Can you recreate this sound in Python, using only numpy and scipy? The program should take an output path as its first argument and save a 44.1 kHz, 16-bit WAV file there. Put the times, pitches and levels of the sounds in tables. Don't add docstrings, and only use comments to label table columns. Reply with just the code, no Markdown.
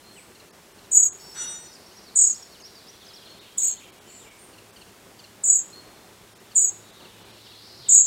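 import sys
import numpy as np
from scipy import signal
from scipy.fft import rfft, irfft
from scipy.io import wavfile
from scipy.ndimage import uniform_filter1d

SR = 44100
rng = np.random.default_rng(int(sys.argv[2]) if len(sys.argv) > 2 else 0)


def invert_db(x):
    u = np.asarray(x, float) / 20
    return 10 ** u


def unload_audio(sound):
    columns = np.transpose(np.atleast_2d(sound))
    steps = np.round(np.clip(columns, -1, 1) * 32767)
    wavfile.write(sys.argv[1], SR, steps.astype(np.int16))


N = 355446

# (f/Hz, level per Hz/dB)
FLOOR = [(15, -49), (28, -15), (74, -7), (96, -8.5), (129, -9.5), (189, -3), (241, -5.5), (268, -7.5),
         (391, -1.5), (460, -7), (512, -7), (952, -10), (3770, -20.5), (8690, -23), (15700, -29.5)]
# (t/s, half-width/s,
# swell/dB)
SWELLS = [
    (1.4, 0.22, 2.5),
    (5.85, 0.24, 2.5),
    (6.9, 0.33, 1.5),
]
# (t/s, hum level/dB)
MOTOR = [(0, -68), (.34, -62), (.65, -74), (1.35, -64), (1.6, -74.5), (3.2, -63.5), (4.05, -69),
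         (5.25, -59.5), (5.7, -63), (6.8, -59), (8.06, -59.5)]
# (t/s, length/s, start f/Hz, end f/Hz, level/dB)
FAR_CHICKS = [
    (0.112, 0.086, 7650, 8260, -51),
    (4.056, 0.14, 7190, 7255, -47.5),
    (4.357, 0.089, 8700, 8640, -50.5),
    (4.728, 0.094, 8300, 8330, -58),
]
# (t/s, length/s, f/Hz, level/dB)
FAR_WHISTLES = [
    (0.019, 0.097, 4180, -52.5),
    (3.242, 0.049, 4230, -48),
    (3.57, 0.13, 4200, -54),
    (3.34, .12, 4200, -60),
    (5.718, 0.034, 4230, -42.5),
    (5.769, 0.32, 4210, -63.5),
    (6.799, .2, 3800, -59),
]
# (t/s, length/s, start f/Hz, level/dB)
WARBLER_RISES = [
    (1.683, 0.008, 4700, -61),
    (2.47, 0.0093, 4900, -67),
    (1.724, 0.021, 4300, -60),
    (2.24, 0.058, 4390, -56),
    (2.343, 0.029, 4540, -52.5),
    (2.634, 0.04, 4650, -53),
    (3.133, 0.022, 4840, -55),
]
# (t/s, length/s, end f/Hz, level/dB)
WARBLER_DROPS = [(1.635, .016, 5450, -60), (2.042, .006, 5030, -64), (1.75, 0.013, 4600, -56),
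                 (3.065, 0.0072, 4600, -56), (1.716, .006, 4900, -62), (2.424, 0.012, 5320, -50),
                 (2.62, 0.0078, 4830, -55), (2.665, .024, 3820, -60), (2.753, .007, 4600, -55.5),
                 (2.872, .005, 4740, -57), (3.154, 0.031, 3980, -57.5)]
# (t/s, length/s, foot f/Hz, level/dB)
WARBLER_ARCHES = [
    (1.964, .032, 4830, -57),
]
# (t/s, length/s, start f/Hz, end f/Hz, level/dB)
WARBLER_HOOKS = [
    (2.062, 0.042, 4500, 3550, -59),
    (2.514, 0.045, 4400, 3280, -61),
    (2.759, .042, 4640, 3950, -60),
]
# (t/s, length/s, start f/Hz, end f/Hz, level/dB)
WARBLER_SLURS = [(.162, 0.041, 3160, 2100, -59), (2.601, .011, 3080, 2700, -62),
                 (2.929, 0.022, 3730, 3130, -65), (2.6, .018, 6650, 6250, -59.5),
                 (3.013, 0.027, 3780, 3130, -61), (3.047, 0.014, 6570, 5900, -61),
                 (1.863, 0.013, 5450, 5650, -57), (1.7, .045, 5300, 5200, -66.5),
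                 (1.667, .012, 4200, 4100, -64), (1.925, .013, 6300, 6750, -67),
                 (2.03, .014, 5720, 5800, -66.5), (3.039, .008, 3700, 4250, -64),
                 (3.21, .028, 4900, 4750, -66), (1.763, .012, 4550, 4550, -66),
                 (3.18, 0.018, 3600, 3200, -60), (1.915, 0.013, 2800, 3100, -66),
                 (1.69, 0.014, 6250, 6200, -68), (3.3, .008, 6300, 6700, -62),
                 (5.2, 0.013, 3500, 3500, -65), (3.099, 0.028, 3450, 3100, -63),
                 (3.084, 0.012, 5200, 4800, -55), (3.094, 0.019, 4800, 3900, -61),
                 (2.549, 0.022, 3150, 2800, -64)]
# (t/s, length/s, start f/Hz, level/dB)
WARBLER_FLICKS = [
    (2.879, 0.0294, 4700, -55.5),
]
# (t/s, gap/s, first level/dB, second level/dB, third over second harmonic/dB)
CHIPS = [
    (0.346, .048, -62.5, -61, 4),
    (.779, 0.058, -64, -64.5, 6),
    (4.53, .047, -61, -59.5, -3.5),
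    (4.758, 0.052, -56.5, -57.5, -1),
    (5.187, 0.048, -56, -57, 3),
    (6.51, 0.048, -59, -59, 3),
    (6.997, .048, -59, -57.5, -3),
    (7.46, 0.051, -58, -60, -2.5),
    (7.855, 0.057, -57.5, -57.5, -3),
]
# (f/Hz, width/Hz, level/dB)
THROAT = [
    (6820, 650, 5.5),
    (7850, 1500, -2.5),
]
# (t/s, effort/dB, crest f/Hz, extra push of the high voice/dB)
EFFORT = [
    [(.912, -27.5, 7800, 8), (.928, -22, 7170, -0.5), (.948, -17, 7110, -0.5), (.972, -14, 7000, -3.5),
     (.999, -19, 6960, 2.5), (1.029, -19, 6840, -2), (1.06, -22.5, 6860, -1), (1.09, -26.5, 6360, -7)],
    [(2.152, -24, 8100, 2), (2.17, -17.5, 7290, 2), (2.189, -17.5, 7090, 0.5), (2.214, -15, 7110, 2.5),
     (2.242, -18, 6900, 2), (2.272, -20, 6990, -3.5), (2.304, -25, 6920, -5), (2.333, -20, 6290, -13)],
    [(3.574, -23, 8150, -1.5), (3.593, -26, 7340, -1.5), (3.609, -26, 7200, -1.5), (3.633, -24.5, 6990, 0),
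     (3.654, -25.5, 7060, 1.5), (3.684, -25.5, 7050, -3), (3.713, -33, 6730, 0.5), (3.739, -29, 6350, -7)],
    [(5.433, -26, 8300, 4.5), (5.453, -24.5, 7350, -1), (5.475, -21.5, 7300, 1.5), (5.501, -17.5, 7020, 2),
     (5.527, -20, 7060, 2), (5.556, -20.5, 7030, -2.5), (5.587, -27, 6790, 0), (5.625, -34.5, 6430, -3)],
    [(6.549, -27, 8300, 2.5), (6.57, -18, 7340, -3), (6.593, -20, 7240, -1.5), (6.615, -23, 7200, 1.5),
     (6.644, -23.5, 6990, 0.5), (6.678, -30, 6800, -2), (6.698, -24.5, 6400, -5)],
    [(7.885, -15.5, 7920, 0), (7.902, -16.5, 7250, -6.5), (7.923, -15, 7210, -1), (7.949, -15, 7080, 2),
     (7.977, -15, 6960, -1.5), (8.008, -18.5, 6970, 0), (8.042, -26.5, 6780, -1), (8.062, -20.5, 6350, -7)],
]
# (first dip f/Hz, high over low voice ratio, high minus low/dB, octave tones/dB, difference tones/dB)
CALL_VOICES = [
    (6606, 1.173, -5.5, -32, -36.5),
    (6540, 1.169, -2.5, -36, -30),
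    (6610, 1.156, -0.5, -26, -27.5),
    (6707, 1.144, -1.1, -31, -35),
    (6790, 1.152, -1, -28, -39),
    (6643, 1.135, -2, -34.5, -33.5),
]
# (low voice slackens in dips/dB, high voice/dB, fade on glides/dB, dips sink/Hz per s)
BREATH = [
    (9, 3, 2, 900),
    (11, 7, 2, 500),
    (2, 3, 9, 700),
    (9, 6, 2.5, 600),
    (2, 4, 3, 1500),
    (5, 2, 4, 800),
]
PIPE_HZ = [883, 1410, 1475, 1841, 2051, 2815, 2864, 3381, 3418, 3731, 4382, 4392, 5663, 5916, 5901, 7052,
           7860, 8177, 8185.5, 10450, 10500, 10590]
# (t/s, swell/s, steepness, peak level/dB)
PIPE = [(1.2, 0.15, 0.92, -61.5), (1.34, 0.067, 0.64, -63), (1.34, 0.061, 0.55, -60), (1.35, 0.11, .8, -66),
        (1.34, 0.053, 0.73, -56.5), (1.385, 0.047, 1.1, -58), (1.385, 0.05, 1.1, -55),
        (1.34, .06, 1.1, -60), (1.34, 0.087, 1.6, -55), (1.348, 0.079, 0.87, -47.5),
        (1.36, 0.036, 1.3, -50.5), (1.35, 0.12, 0.92, -60), (1.35, 0.09, 1.5, -48.5),
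        (1.34, 0.09, 1.7, -36.5), (1.34, 0.056, 1.6, -44), (1.36, 0.085, 1.1, -41.5),
        (1.34, 0.044, 0.88, -52), (1.29, .16, 3, -49), (1.29, .16, 3, -51), (1.38, 0.055, 1.6, -61),
        (1.41, 0.045, 1.3, -57), (1.7, 0.051, 1.9, -73)]
# (f/Hz, level/dB)
ROD = [(882.9, -73), (4587, -63), (5319, -62), (5421, -56.5), (6541, -70.5), (6735, -74.5), (6853, -73.5),
       (7176, -70), (7822, -71), (7843, -65), (10395, -74), (11639, -73), (14616, -73), (15143, -76)]
# (t/s, level/dB, centre f/Hz, spread of pitch as a share)
CHORUS = [(1.5, -83, 5310, .12), (1.7, -58, 5221, .12), (2.6, -58.5, 4613, .15), (3.4, -58, 3432, .18),
          (3.9, -62, 3000, .18), (4.5, -72.5, 2887, .15), (6.7, -65, 3880, .06), (6.95, -57, 3800, .08),
          (7.2, -56, 3202, .22), (7.55, -52, 4410, .18), (7.78, -48.5, 4916, .12), (7.85, -46, 3797, .12),
          (8.06, -50.5, 4040, .17)]
# (t/s, f/Hz, time to fall 60 dB/s, level/dB)
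TICKS = [
    (7.8, 130, .25, -46),
    (2.219, 4800, .004, -33),
    (2.171, 10000, .003, -36),
    (6.715, 830, .12, -52),
    (5.99, 860, .15, -54),
    (6.04, 760, .15, -54),
]
# (t/s, length/s, start f/Hz, end f/Hz, level/dB)
FAR_HOOKS = [
    (4.085, 0.032, 4460, 4170, -67),
]
# (t/s, length/s, start f/Hz, end f/Hz, level/dB)
FAR_SLURS = [(3.22, .021, 3530, 2670, -62.5), (3.256, 0.032, 4500, 2650, -61.5),
             (3.377, 0.029, 3100, 3940, -62.5), (3.422, 0.0217, 3100, 2500, -67),
             (3.463, .03, 3300, 3150, -66), (3.85, .05, 2600, 3400, -69.5), (3.612, .022, 3100, 2100, -69),
             (3.808, .018, 2950, 2100, -62.5), (3.445, .024, 2150, 3300, -64.5),
             (3.4, 0.039, 3850, 3520, -68), (3.765, 0.02, 2950, 3850, -61),
             (3.579, 0.0187, 3200, 4050, -60.5), (3.596, 0.018, 4500, 3170, -63),
             (3.627, .039, 2080, 3810, -63), (3.66, .012, 3100, 2200, -68), (3.67, 0.014, 2900, 3400, -69),
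             (3.695, .015, 3200, 3100, -73), (3.788, 0.021, 3850, 2900, -60),
             (3.683, 0.011, 4580, 4000, -56), (3.825, .037, 2100, 3450, -66),
             (3.87, 0.057, 3620, 2410, -80), (4.03, 0.045, 2560, 3320, -74),
             (4.089, 0.028, 3190, 2200, -67), (4.2, 0.065, 3950, 2500, -66.5),
             (4.05, 0.044, 2950, 3100, -68), (4.26, .03, 2450, 2150, -65), (4.3, 0.037, 2350, 2060, -67.5),
             (3.69, .02, 3300, 3300, -72)]
# (lowest f/Hz, extra loudness needed/dB)
MASKED = [
    (9450, 3),
    (9800, -2),
    (10150, -1),
    (10500, 1.5),
    (10850, 4),
    (11200, 6),
]
# (t/s, lowest f hit/Hz, share of bands lost)
STARVED = [(.5, 1500, .5), (.52, 1000, .7), (.735, 1800, .4), (1.1, 1800, .9), (1.116, 1800, .9),
           (6.549, 11500, .4), (2.635, 1400, .6), (3.4, 2000, .45), (3.786, 1500, .45), (3.915, 1500, .6),
           (4.0, 1200, .55), (4.3, 1200, .5), (4.72, 2000, .55), (6.345, 1500, .55), (6.39, 2500, .4),
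           (6.92, 1500, .5), (7.24, 1800, .5), (7.325, 2200, .45), (8.03, 500, .6)]


def rms_one(x):
    return x / np.sqrt(np.mean(x ** 2) + 1e-20)


def in_time(rows):
    s, *columns = np.transpose(rows)
    return [np.interp(np.arange(N) / SR, s, c) for c in columns]


def drift(rate):
    r = np.exp(-2 * np.pi * rate / SR)
    noise = rng.standard_normal(N + SR)
    return rms_one(signal.lfilter([1], [1, -2 * r, r * r], noise)[SR:])


def add(out, s, sound):
    i = round(s * SR)
    out[i:i + len(sound)] += sound[:N - i]


def turns(hz):
    return 2 * np.pi * np.cumsum(hz) / SR


def filtered(x, order, hz, kind="low"):
    return signal.sosfilt(signal.butter(order, hz, kind, fs=SR, output="sos"), x)


def resonance(x, hz, width_hz):
    r = np.exp(-np.pi * width_hz / SR)
    poles = [1, -2 * r * np.cos(2 * np.pi * hz / SR), r * r]
    return signal.lfilter([(1 - r * r) / 2, 0, (r * r - 1) / 2], poles, x + 1e-18)


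def ring(clicks, hz, t60):
    r, w = invert_db(-60 / (t60 * SR)), 2 * np.pi * hz / SR
    return signal.lfilter([0, np.sin(w)], [1, -2 * r * np.cos(w), r * r], clicks + 1e-18)


def trees(x, onset_s, t60):
    t = np.arange(SR) / SR
    tail = rng.standard_normal(SR) * invert_db(-60 * t / t60) * (1 - np.exp(-t / onset_s))
    return signal.fftconvolve(x, tail / np.sqrt(np.sum(tail ** 2)))[:N]


def blur(x):
    return .95 * x + .4 * trees(x, 0.0027, 0.051)


def background():
    t = np.arange(N) / SR
    swell_db = sum(db * np.exp(-((t - s) / width) ** 2) for s, width, db in SWELLS)
    traffic_db = -53.5 + swell_db
    leaves_db = -65.5 + 0.18 * swell_db
    hum_db, = in_time(MOTOR)

    hz = np.maximum(np.arange(N // 2 + 1) * SR / N, 1)
    floor_hz, floor_db = np.transpose(FLOOR)
    colour = invert_db(np.interp(np.log(hz), np.log(floor_hz), floor_db))
    noise = rms_one(irfft(rfft(rng.standard_normal(N)) * colour, N))
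    traffic = filtered(noise, 2, 2000) * invert_db(traffic_db + 1.5 + 1.2 * drift(13.0))
    leaves = filtered(noise[::-1], 2, 2000, "high") * invert_db(leaves_db + 17)
    hum = np.sin(turns(107.7 + 1.27 * drift(1.3))) * invert_db(hum_db + 2.2 * drift(4))
    return traffic + leaves + hum


def far_chicks():
    trill_rate_hz, depth_khz = 42, 2.37
    chick_ratio, whistle_ratio = 1.09, 1.025
    calls = [(*row, chick_ratio) for row in FAR_CHICKS]
    calls += [(s, length, hz, hz, db, whistle_ratio) for s, length, hz, db in FAR_WHISTLES]
    out = np.zeros(N)
    for s, length, start, end, db, ratio in calls:
        u = np.linspace(0, 1, round(length * SR))
        trilling = np.cos(2 * np.pi * trill_rate_hz * length * u)
        hz = start + (end - start) * u + 1000 * depth_khz * (ratio - 1) * trilling
        voices = np.sin(turns(hz)) + 0.7 * np.sin(turns(ratio * hz))
        add(out, s, invert_db(db) * np.abs(np.sin(np.pi * u)) ** .5 * voices)
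    return out


def glides(rows, bend):
    return [(s, length, start, (start + end) / 2 + bend * abs(end - start), end, db)
            for s, length, start, end, db in rows]


def whistle(notes):
    out = np.zeros(N)
    for s, length, start, middle, end, db in notes:
        u = np.linspace(-1, 1, round(length * SR))
        hz = middle + (end - start) / 2 * u + ((start + end) / 2 - middle) * u ** 2
        add(out, s, invert_db(db + 10.5) * (1 - u ** 2) ** 0.33 * np.sin(turns(hz)))
    return out * invert_db(1.2 * drift(80))


def warbler():
    top_hz, tilt = 5770, 0.052
    arches = [(s, length, hz * (1 + tilt), top_hz, hz * (1 - tilt), db) for s, length, hz, db in WARBLER_ARCHES]
    drops = [(s, length, top_hz, hz, db) for s, length, hz, db in WARBLER_DROPS]
    rises = [(s, length, hz, top_hz, db) for s, length, hz, db in WARBLER_RISES]
    flicks = [(s, length, hz, top_hz, db) for s, length, hz, db in WARBLER_FLICKS]
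    rising = arches + glides(flicks, .45) + glides(rises, 0.18)
    falling = glides(WARBLER_HOOKS, .42) + glides(drops, -0.177)
    return whistle(rising + falling + glides(WARBLER_SLURS, 0))


def chipper():
    chip_hz, reply_hz, hz_per_db = 1542, 1457, 10.5
    chips = [(s, chip_hz, db, tilt) for s, gap, db, _, tilt in CHIPS]
    chips += [(s + gap, reply_hz, db, tilt) for s, gap, _, db, tilt in CHIPS]
    out, u = np.zeros(N), np.linspace(0, 1, round(0.0206 * SR))
    for s, hz, db, tilt_db in chips:
        tilt = invert_db(tilt_db)
        phase = turns((hz + hz_per_db * (db + 58)) * (1.07 - 0.213 * u))
        stack = np.sin(2 * phase) / tilt ** .5 + tilt ** .5 * np.sin(3 * phase)
        stack += 0.25 * tilt * np.sin(4 * phase) + 0.22 * tilt * np.sin(5 * phase)
        add(out, s, invert_db(db + 8.0) * np.sin(np.pi * u) * stack)
    return out


def trill(effort, dip_hz, high_db, sag_hz):
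    s, low_db, crest, push_db = np.transpose(effort)
    dip = dip_hz - sag_hz * (s - s[0])
    dip[0] += 180
    return s, crest, dip, low_db, low_db + high_db + push_db


def fledgling():
    dip_share, attack_s, lead_s = 0.612, 0.012, .004
    crest_sharpness = 1.35
    pulse_end, pulse_rise = .6, .62
    onset_closeness, closing_per_s = .07, .12
    tones, extra = np.zeros(N), np.zeros(N)
    waver_hz = 25 * drift(250)
    flutters = [invert_db(1.8 * drift(140)) for side in range(2)]
    patches = [invert_db(3 * drift(50) + 3 * drift(200) - 1) for tone in range(3)]

    for effort, voices, breath in zip(EFFORT, CALL_VOICES, BREATH):
        dip_hz, ratio, lean_db, overtone_db, mixing_db = voices
        slack_db, high_slack_db, glide_db, sag_hz = breath
        s, crest, dip, low_db, high_db = trill(effort, dip_hz, lean_db, sag_hz)
        span = np.arange(round((s[0] - lead_s) * SR), min(round(s[-1] * SR), N))
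        t = span / SR
        beat = np.interp(t, s, np.arange(len(s)))
        begun = np.clip(beat, 0, 1)

        knots = np.sort(np.r_[s, s[:-1] + dip_share * np.diff(s)])
        step = np.interp(t, knots, np.arange(len(knots)))
        height = (.5 + .5 * np.cos(np.pi * step)) ** crest_sharpness
        eased = np.floor(step) + np.where(step % 2 < 1, 1 - height, height)
        hz = np.interp(eased, np.arange(len(knots)), np.c_[crest, dip].ravel()[:-1])
        closeness = onset_closeness * np.clip(1 - 2 * beat, 0, 1)
        high_ratio = ratio - closeness + closing_per_s * (.08 + t[0] - t)
        a = turns(hz + waver_hz[span])
        b = turns(high_ratio * hz - waver_hz[span])

        edge = np.clip((t - t[0]) / attack_s, 0, 1) ** 2 * np.clip((s[-1] - t) / 0.0021, 0, 1)
        edge = edge * invert_db(-glide_db * (4 * height * (1 - height)) ** 2.5 * begun)
        pulse = np.interp((beat - pulse_end) % 1, [0, pulse_rise, 1], [0, .5, 1])
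        slack = abs(np.cos(np.pi * pulse)) ** 2.7 * begun
        throb = invert_db(-slack_db * slack)
        flutter, high_flutter = [f[span] for f in flutters]
        low = invert_db(np.interp(t, s, low_db) + 4.5) * edge * throb * flutter
        high = invert_db(np.interp(t, s, high_db) + 8.0) * edge * invert_db(-high_slack_db * slack) * high_flutter
        both = np.sqrt(low * high)
        tones[span] = low * np.sin(a) + high * np.sin(b)

        low_patch, sum_patch, high_patch = [p[span] for p in patches]
        overtones = low * low_patch * np.sin(2 * a) + .6 * both * sum_patch * np.sin(a + b)
        overtones += .3 * high * high_patch * np.sin(2 * b) + .22 * both * np.sin(3 * a - b)
        extra[span] += invert_db(overtone_db) * overtones
        extra[span] *= np.clip((s[-1] - t) / .03, 0, 1) / np.sqrt(throb)
        below = resonance(resonance(np.sin(2 * a - b), 5550, 450), 5550, 450)
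        differences = 1.08 * below + np.sin(2 * b - a)
        extra[span] += invert_db(mixing_db) * both * differences * high_flutter / np.sqrt(throb) * begun

    voiced = sum(invert_db(db) * resonance(tones, hz, width) * np.sign(7400 - hz) for hz, width, db in THROAT)
    return filtered(voiced, 8, 6350, "high") + extra


def pipe():
    out, now = np.zeros(N), np.arange(N) / SR
    for hz, (s, swell, steepness, db) in zip(PIPE_HZ, PIPE):
        u = np.arange(SR) / SR / swell
        level = invert_db(db + 3.5 + 2.0 * drift(16)[:SR])
        add(out, s, level * (u * np.exp(1 - u)) ** steepness * np.sin(2 * np.pi * hz * swell * u))
    out *= invert_db(1.5 * drift(14))
    scrape = rng.standard_normal(N) * np.interp(now, [1.18, 1.2, 1.33, 1.4], [0.042, 0.77, 1.0, 0.046])
    out += sum(invert_db(db + 32.0) * resonance(scrape, hz, 40) for hz, db in ROD)
    clank = rng.standard_normal(N) * np.interp(now, [1.343, 1.36, 1.45, 1.6], [0.0081, 1, 0.63, 0])
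    return out + invert_db(-31.0) * resonance(clank, 1470, 370) + invert_db(-43.0) * resonance(clank, 2900, 2500)


def chorus():
    level_db, hz, spread = in_time(CHORUS)
    voices = np.zeros(N)
    for bird in range(12):
        voices += invert_db(3.1 * drift(5.2)) * np.sin(turns(hz * np.exp(spread * drift(14))))
    return invert_db(level_db) * rms_one(filtered(voices, 8, 5700))


def ticks():
    return sum(invert_db(db) * ring(signal.unit_impulse(N, round(s * SR)), hz, t60) for s, hz, t60, db in TICKS)


def far_singer():
    return blur(whistle(glides(FAR_HOOKS, .42) + glides(FAR_SLURS, 0)))


def scene():
    floor = background()
    far = trees(far_chicks() + chorus(), 0.0029, 0.6)
    middle = warbler() + blur(chipper())
    middle = invert_db(.5) * middle + invert_db(-6) * trees(middle, .015, .5)
    chick = fledgling()
    near = chick + invert_db(-9.5) * trees(chick, .004, .065) + invert_db(-19.5) * trees(chick, 0.011, 0.44)
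    metal = pipe()
    metal = metal + invert_db(-9.0) * trees(metal, 0.018, 0.25)
    beyond = far_singer()
    beyond = invert_db(1) * beyond + invert_db(1) * trees(beyond, .02, .4)
    return (near + middle + metal + beyond + far + ticks() + floor)[None]


def mask(x):
    hop, loud_db = 1024, -19
    loud = 10 * np.log10(uniform_filter1d(x ** 2, size=1500) + 1e-12)[::hop]
    out = x.copy()
    for low_hz, harder_db in MASKED:
        sos = signal.butter(4, [low_hz, low_hz + 500], "band", fs=SR, output="sos")
        band = signal.sosfiltfilt(sos, out)
        lost = loud + rng.normal(0, 2, len(loud)) > loud_db + harder_db
        nearest = np.minimum((np.arange(N) + hop // 2) // hop, len(lost) - 1)
        out -= band * uniform_filter1d(1. * lost[nearest], size=300)
    return out


def starve(x):
    size, spare_db, left_db = 1280, -22, -20
    out = x.copy()
    window = signal.windows.tukey(size, .9)
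    band = np.arange(size // 2 + 1) // 9
    hz = np.arange(size // 2 + 1) * SR / size
    chance = rng.random((len(STARVED), band[-1] + 1))
    for (s, low_hz, share), luck in zip(STARVED, chance):
        i = min(round(s * SR) - size // 2, N - size)
        bins = rfft(out[i:i + size] * window)
        power = np.bincount(band, abs(bins) ** 2)
        weak = power < invert_db(2 * spare_db) * power[20:].max() + 30 * np.median(power)
        unlucky = luck < share * np.linspace(.8, 2, len(luck))
        lost = (unlucky & weak)[band] & (hz > low_hz)
        out[i:i + size] -= (1 - invert_db(left_db)) * irfft(bins * lost, size)
    return out


def roll_off(x):
    return signal.sosfilt(signal.butter(12, 15870, fs=SR, output="sos"), x)


def record(dry):
    cut = signal.sosfilt(signal.ellip(12, .5, 70, 15850, fs=SR, output="sos"), dry[0])
    mix = starve(mask(cut))[None]
    return roll_off(mix)


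dry = scene()
out = record(dry)
unload_audio(out)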